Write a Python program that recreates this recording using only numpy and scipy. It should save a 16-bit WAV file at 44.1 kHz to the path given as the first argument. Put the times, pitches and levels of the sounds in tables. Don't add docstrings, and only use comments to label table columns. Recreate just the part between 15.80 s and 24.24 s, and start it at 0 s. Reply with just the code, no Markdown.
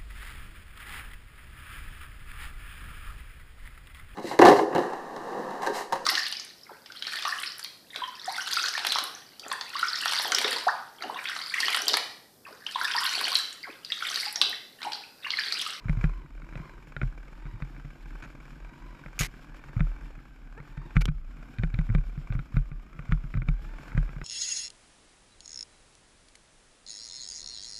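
import sys
import numpy as np
from scipy import signal
from scipy.fft import rfft, irfft
from scipy.io import wavfile
from scipy.ndimage import uniform_filter1d

SR = 44100
rng = np.random.default_rng(int(sys.argv[2]) if len(sys.argv) > 2 else 0)


def persist_wave(psi):
    counts = np.round(np.clip(psi, -1, 1) * 32767).astype(np.int16)
    wavfile.write(sys.argv[1], SR, np.atleast_2d(counts).T)


N = 372204
TIME = np.arange(N) / SR

# start in seconds, clack level, extra crack and thud level in dB, thud pitch in Hz,
# lead of the tyre bump in seconds, bump level in dB.
BIG_ROCKS = [(0.0946, -27, 4, -18, 144.5, 0.04, -29), (0.2407, -21.5, -28, -16.5, 146, 0.069, -25),
             (0.799, -40.5, -16, -34.5, 143.1, 0.039, -39), (1.2308, -30.5, -21, -22, 124, 0.015, -32),
             (1.8219, -31, -4, -29.5, 133.2, 0.084, -35), (3.4077, -21, -7, -24.5, 141, 0.0081, -33),
             (4.005, -24, -13, -17, 148.1, .04, -22.5), (5.166, -16, -2, -13.5, 146.3, .01, -25.5),
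             (5.2855, -31.5, 1, -19.5, 145, .03, -32.5), (5.8345, -23.5, -11, -20.5, 153.3, 0.041, -23.5),
             (5.9882, -29, 0, -19, 148.6, 0.049, -26), (6.1488, -23, -25, -17, 149, 0.049, -19.5),
             (6.5506, -36.5, -20, -25, 120.2, .048, -26), (6.7676, -25.5, -15, -17.5, 132.1, 0.026, -27),
             (7.3212, -21.5, -6, -17.5, 147.1, .03, -27.5), (7.5721, -33.5, -22, -22.5, 119, 0.021, -24),
             (7.6859, -26, 3.5, -19.5, 142.7, .067, -35), (8.1763, -24, -21, -18.5, 140.3, 0.028, -25)]
# start in seconds, clack level, extra crack and thud level in dB.
SMALL_KNOCKS = [(0.0834, -31, -30, -36), (0.619, -40.5, -8, -70), (0.7542, -32, -20, -38),
                (1.1646, -25, -12, -35), (1.2146, -21, -24, -45), (1.654, -41.5, -3, -36),
                (2.047, -43.5, -7, -36.5), (3.2605, -33.5, -12, -40), (3.9944, -31.5, -17, -44),
                (4.801, -37.5, -21, -39), (4.9753, -40, 4, -31), (5.1582, -36, -24, -62),
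                (5.7846, -33.5, 8, -30.5), (5.942, -32, 4.5, -47), (6.0907, -38.5, -18, -26.5),
                (6.182, -36.5, -19, -27), (6.376, -44, -13, -29), (6.5236, -32.5, -3, -57),
                (6.591, -32.5, -24, -30.5), (6.915, -39.5, -14, -34), (7.1906, -35.5, -23, -33.5),
                (7.44, -52, -18, -32.5), (7.5397, -30.5, -6, -33), (7.619, -31, -3, -40),
                (8.118, -35.5, -27, -44), (8.2909, -37, -17, -40.5), (8.3635, -42, -21, -35),
                (8.4144, -29, -24, -38)]
# frequency in Hz, 60 dB decay time in seconds, level in dB.
BIKE_MODES = [(371, 0.032, -5.5), (561, 0.022, -4.5), (717, 0.0094, 1), (1206, 0.022, -1),
              (1353, 0.02, 4.5), (1475, 0.053, -4.5), (2110, 0.012, 10.5), (2300, 0.011, 15.5),
              (2390, 0.022, 6.5), (3095, .012, -3), (3660, 0.01, -1), (3630, 0.016, -14),
              (5400, .01, -18.5), (6600, .01, -27.5)]
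# multiple of the thud pitch, 60 dB decay time in seconds, level in dB.
MOUNT_MODES = [(0.479, 0.045, -17), (.78, 0.14, -11.5), (1.026, 0.12, 3.5), (1.218, 0.018, -35.5),
               (1.85, 0.11, -15.5)]
# frequency in Hz, 60 dB decay time in seconds, level in dB.
HELMET_MODES = [(36.84, 0.31, 0.5), (60, 0.16, -13.5)]
# start and length in seconds, level in dB, relative ring of the case in dB,
# treble tilt in dB per octave, resonance of the twig in Hz.
TWIG_SCRAPES = [(2.424, 0.034, -43.5, 8, -6.5, 1570), (3.391, 0.021, -26.5, 8, 3.5, 2380),
                (3.414, 0.054, -29.5, -26, -1.5, 2100), (5.209, 0.013, -34.5, -3, -4, 2300),
                (5.255, 0.0008, -27, -23, -4.5, 3050), (5.2798, 0.0029, -32, -1, -12, 1598)]
# frequency in Hz, gain in dB.
SCRAPE_SPECTRUM = [(300, -8), (800, -7), (1500, -3.5), (2900, -1.5), (3600, -2.5), (5200, -0.5),
                   (7000, -2.5), (9000, -7), (12000, -6), (15000, -16)]
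# frequency in Hz, 60 dB decay time in seconds, level in dB.
CASE_WALL_MODES = [(1490, 0.022, 4.5), (2280, 0.017, -24), (2330, 0.015, 5.5), (2980, 0.012, -18),
                   (6150, .05, -31), (6100, 0.005, -9), (6660, 0.024, -2)]
# time in seconds, level in dB.
GROUND_LEVEL = [(0, -59), (.23, -52.5), (.48, -65.5), (.78, -54.5), (1.05, -59), (2.2, -58.5), (2.5, -56.5),
                (2.8, -58), (4.2, -56.5), (4.48, -62), (5.13, -57), (5.42, -67.5), (5.52, -58), (5.8, -58),
                (6.7, -58.5), (6.95, -63.5), (7.27, -55.5), (7.6, -61), (8.12, -51.5), (8.44, -59)]
# frequency in Hz, gain in dB.
RUMBLE_SPECTRUM = [(45, -20), (75, -16), (110, -5.5), (148, 5), (190, -8.5), (260, -4.5), (320, -8),
                   (420, -22), (700, -54)]
# frequency in Hz, gain in dB.
CRUNCH_SPECTRUM = [(200, -3.5), (380, 1.5), (600, 1), (800, -1.5), (1100, 2.5), (1350, 2), (1570, 5.5),
                   (1850, -8), (2350, 1.5), (2700, -10.5), (3200, -18.5), (4200, -22.5), (7000, -22.5),
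                   (15000, -49)]
# time in seconds, shaft turns per second.
SHAFT_SPEED = [(0, 47), (.36, 49.1), (.58, 41.8), (.85, 51), (1.1, 40), (1.4, 38.2), (1.7, 45.8),
               (2.05, 37), (2.33, 41.9), (2.65, 38.2), (2.85, 44.8), (3.1, 48), (3.5, 36.1), (3.85, 43.6),
               (4.25, 42.6), (4.6, 35.5), (5.06, 45.1), (5.38, 30), (5.75, 37.4), (6.5, 33.2), (6.95, 28),
               (7.27, 33.8), (7.5, 30), (7.92, 43.2), (8.44, 37)]
# frequency in Hz, gain in dB.
HOUSING_RESPONSE = [(650, -7), (850, -6.5), (1000, -2.5), (1130, 0), (1400, -3), (1600, -1.5),
                    (1900, -10.5), (2800, -21.5), (3700, -19), (4900, -26.5)]
# frequency in Hz, gain in dB.
LEAF_SPECTRUM = [(1500, 4), (3000, 6), (3900, -1), (4600, -2.5), (5350, 1.5), (6100, -13), (7100, -2.5),
                 (8500, -14.5), (10000, -13.5), (12500, -10), (15000, -23.5)]
# frequency in Hz, rms level in dB.
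WHISTLE_TONES = [(10788, -97), (14384, -90)]


def knocks(thud_gain_db=3, contact_s=0.0058):
    clacks, shoves = np.zeros(N), np.zeros(N)
    sway = ring(HELMET_MODES, size=16384).sum(0)
    for start, clack_db, crack_db, thud_db, sway_db, thud_hz in blows():
        add(clacks, start, undb(clack_db) * clack(crack_db, clack_db))
        thud = ring([(multiple * thud_hz, t60, db) for multiple, t60, db in MOUNT_MODES], size=8192)
        add(shoves, start, undb(thud_db) * thud.sum(0))
        add(shoves, start, undb(thud_db + sway_db) * sway)
    return clacks - undb(thud_gain_db) * signal.fftconvolve(shoves, contact_force(contact_s))[:N]


def blows(pebbles=10, bump_hz=107.5, knock_hz=135.3, soft_crack_db=-18.5):
    for start, clack_db, crack_db, thud_db, thud_hz, lead_s, bump_db in BIG_ROCKS:
        yield start - lead_s, bump_db - 14.5, soft_crack_db, bump_db, -2.5, bump_hz
        yield start, clack_db, crack_db, thud_db, 0, thud_hz
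    for start, clack_db, crack_db, thud_db in SMALL_KNOCKS:
        yield start, clack_db, crack_db, thud_db, 0, knock_hz
    for _ in range(pebbles):
        pebble_db = -40 - 7 * rng.random()
        yield rng.random() * N / SR, pebble_db, soft_crack_db, pebble_db - 5, 0, knock_hz


def clack(crack_db, blow_db, chatter=0.19, chatter_s=0.0025, size=2048):
    t = np.arange(size) / SR
    strike = int(.0009 * SR)
    force = chatter * rng.standard_normal(size) * np.exp(-t / chatter_s) * np.minimum(t * SR / strike, 1)
    force[strike] += 1
    modes = ring(BIKE_MODES, size, detune=.025, scatter_db=2, wave=np.sin)
    mode_hz = np.array(BIKE_MODES)[:, 0]
    modes[mode_hz > 3000] *= undb(np.clip(.4 * (blow_db + 36), 0, 6))
    high = mode_hz > 1900
    mids, treble = (unit(signal.fftconvolve(force, modes[band].sum(0))[:size]) for band in (~high, high))
    crack = np.hypot(.55, undb(crack_db - 1))
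    sound = signal.sosfilt(signal.butter(2, 5500, fs=SR, output="sos"), mids - crack * treble)
    return 6 * sound / np.sqrt(np.sum(sound ** 2))


def scrapes(bend_db_per_s=186, release_s=0.0025, twig_db=-2, twig_t60=0.0045, size=4096):
    out, t = np.zeros(N), np.arange(size) / SR
    for start, length, db, case_db, tilt_db, twig_hz in TWIG_SCRAPES:
        pressure = undb(-bend_db_per_s * t) * np.exp(-np.maximum(t - length, 0) / release_s)
        slips = pressure * grains(size, per_s=4700, spread_db=1.5)
        direct = colour(slips, [(hz, level + tilt_db * np.log2(hz)) for hz, level in SCRAPE_SPECTRUM])
        case = signal.fftconvolve(direct, ring(CASE_WALL_MODES, size).sum(0))[:size]
        twig = signal.fftconvolve(direct, ring([(twig_hz, twig_t60, 0)], size)[0])[:size]
        sound = unit(direct) + undb(case_db) * unit(case) + undb(twig_db) * unit(twig)
        add(out, start, undb(db) * unit(sound) * np.sqrt(np.mean(pressure ** 2)))
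    return out


def tremble(sway_db=-45.5, rumble_db=-54):
    sway = signal.fftconvolve(rng.standard_normal(N), ring(HELMET_MODES, size=16384).sum(0))[:N]
    sway = unit(signal.sosfilt(signal.butter(4, 50, fs=SR, output="sos"), sway))
    rumble = unit(colour(grains(N, per_s=310, spread_db=2.5), RUMBLE_SPECTRUM))
    return np.hypot(undb(sway_db), wobble()) * sway + undb(rumble_db + .4 * roughness_db()) * rumble


def wobble(below_thud_db=15, rise_s=0.054, settle_s=0.16):
    kicks = np.zeros(N)
    for start, _, _, thud_db, *_ in BIG_ROCKS:
        add(kicks, start, undb([thud_db - below_thud_db]))
    settling = signal.lfilter([1], [1, -np.exp(-1 / (settle_s * SR))], kicks)
    return signal.fftconvolve(settling, contact_force(rise_s, size=4096))[:N]


def crunch(grit_db=-4, scuff_db=-25.5, scuff_s=0.037):
    grit = unit(colour(grains(N, per_s=6000, spread_db=1.6), CRUNCH_SPECTRUM)) * undb(1.3 * wander(22))
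    scuffs, swell = np.zeros(N), np.hanning(int(scuff_s * SR))
    for start, clack_db, *_ in BIG_ROCKS:
        add(scuffs, start - scuff_s / 2, undb(clack_db + scuff_db) * swell)
    return (undb(curve(GROUND_LEVEL) + grit_db) + scuffs) * grit


def ticks(weak_db=-7, swell_s=.0026):
    turns_per_s = curve(SHAFT_SPEED)
    turns = np.cumsum(turns_per_s) / SR
    turn = turns.astype(int)
    scatter_db = 2 * np.clip(rng.standard_normal(1024), -2, 2)
    age = (turns % 1) / turns_per_s / swell_s
    envelope = undb(scatter_db[turn] + weak_db * (turn % 2)) * age * np.exp(-age)
    level_db = curve(GROUND_LEVEL) - 1 - .25 * spurt()
    return undb(level_db) * unit(colour(envelope * rng.standard_normal(N), CRUNCH_SPECTRUM))


def whine(teeth=21, throb=0.28, harmonics=5):
    turns_per_s = curve(SHAFT_SPEED)
    level_db = -61.5 + 1.5 * spurt() + .32 * (turns_per_s - 40)
    mesh_hz = teeth * turns_per_s
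    unsteady = 1 + .012 * wander(30) + .025 * wander(350)
    phase = 2 * np.pi * np.cumsum(mesh_hz * unsteady) / SR
    hz, db = np.transpose(HOUSING_RESPONSE)
    tone = np.zeros(N)
    for k in range(1, harmonics + 1):
        housing_db = np.interp(np.log(k * mesh_hz), np.log(hz), db)
        backlash = 1.7 * wander(150)
        flutter_db = 2.5 * wander(120)
        tone += undb(housing_db + flutter_db) * np.sin(k * phase + backlash)
    tooth_load = 1 + throb * np.cos(phase / teeth)
    return undb(level_db) * tooth_load * tone


def hum(cycles_per_turn=7, backlash_rad=1.64, flutter_db=3):
    hz = cycles_per_turn * curve(SHAFT_SPEED) * (1 + 0.03054 * wander(30))
    phase = 2 * np.pi * np.cumsum(hz) / SR
    level_db = -61.5 + .5 * spurt() + flutter_db * wander(120)
    return undb(level_db) * np.sin(phase + backlash_rad * wander(110))


def squeak(start_s=4.766, length_s=0.0354, start_hz=386, rise_hz=83.6, level_db=-49.5):
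    along = np.arange(0, 1, 1 / (length_s * SR))
    phase = 2 * np.pi * np.cumsum(start_hz + rise_hz * np.sin(np.pi / 2 * along)) / SR
    tone = sum(undb(-2 * np.log10(k)) * np.sin(k * phase) for k in range(1, 5))
    out = np.zeros(N)
    add(out, start_s, undb(level_db) * np.sin(np.pi * along) * tone)
    return out


def leaves(level_db=-67.5):
    hiss = unit(colour(grains(N, per_s=14000, spread_db=1.0), LEAF_SPECTRUM)) * undb(2.8 * wander(35))
    return undb(level_db + .83 * roughness_db()) * hiss


def whistle():
    return sum(np.sqrt(2) * undb(db) * np.sin(2 * np.pi * hz * TIME) for hz, db in WHISTLE_TONES)


def spurt(cruise_s=0.58):
    turns_per_s = curve(SHAFT_SPEED)
    return turns_per_s - uniform_filter1d(turns_per_s, int(cruise_s * SR))


def roughness_db():
    ground_db = curve(GROUND_LEVEL)
    return ground_db - ground_db.mean()


def ring(modes, size, detune=0, scatter_db=0, wave=np.cos):
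    hz, t60, db = np.transpose(modes)[:, :, None]
    pitch, strength = rng.standard_normal((2, len(modes), 1))
    t = np.arange(size) / SR
    envelope = undb(db + scatter_db * strength - 60 * t / t60)
    return envelope * wave(2 * np.pi * hz * (1 + detune * pitch) * t)


def contact_force(seconds, size=512):
    force = np.sin(np.pi * np.minimum((np.arange(size) + .5) / (seconds * SR), 1)) ** 2
    return force / force.sum()


def grains(size, per_s, spread_db):
    hit = rng.random(size) < per_s / SR
    return hit * rng.standard_normal(size) * undb(spread_db * np.minimum(rng.exponential(size=size), 4))


def colour(x, spectrum, size=4096):
    hz, db = np.transpose(spectrum)
    log_gain = np.log(undb(np.interp(np.log(np.fft.rfftfreq(size, 1 / SR) + 1), np.log(hz), db)))
    cepstrum = irfft(log_gain)[:size // 2]
    cepstrum[1:] *= 2
    return signal.fftconvolve(x, irfft(np.exp(rfft(cepstrum, size))))[:len(x)]


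def wander(per_s):
    values = rng.standard_normal(1024)
    return np.interp(TIME * per_s, np.arange(len(values)), values)


def curve(table):
    return np.interp(TIME, *np.transpose(table))


def add(track, start_s, sound):
    i = max(int(start_s * SR), 0)
    part = sound[:max(N - i, 0)]
    track[i:i + len(part)] += part


def undb(db):
    return 10 ** (np.asarray(db) / 20)


def unit(x):
    return x / np.sqrt(np.mean(x ** 2) + 1e-18)


def scene():
    twigs = scrapes()
    gears = whine() + hum()
    rolling = tremble() + crunch() + leaves()
    return (twigs + gears + rolling + ticks() + knocks() + squeak() + whistle())[None]


def record(dry):
    sound = signal.sosfilt(signal.butter(1, 12, "high", fs=SR, output="sos"), dry)
    return signal.sosfilt(signal.ellip(10, .2, 80, 15200, fs=SR, output="sos"), sound)


dry = scene()
out = record(dry)
persist_wave(out)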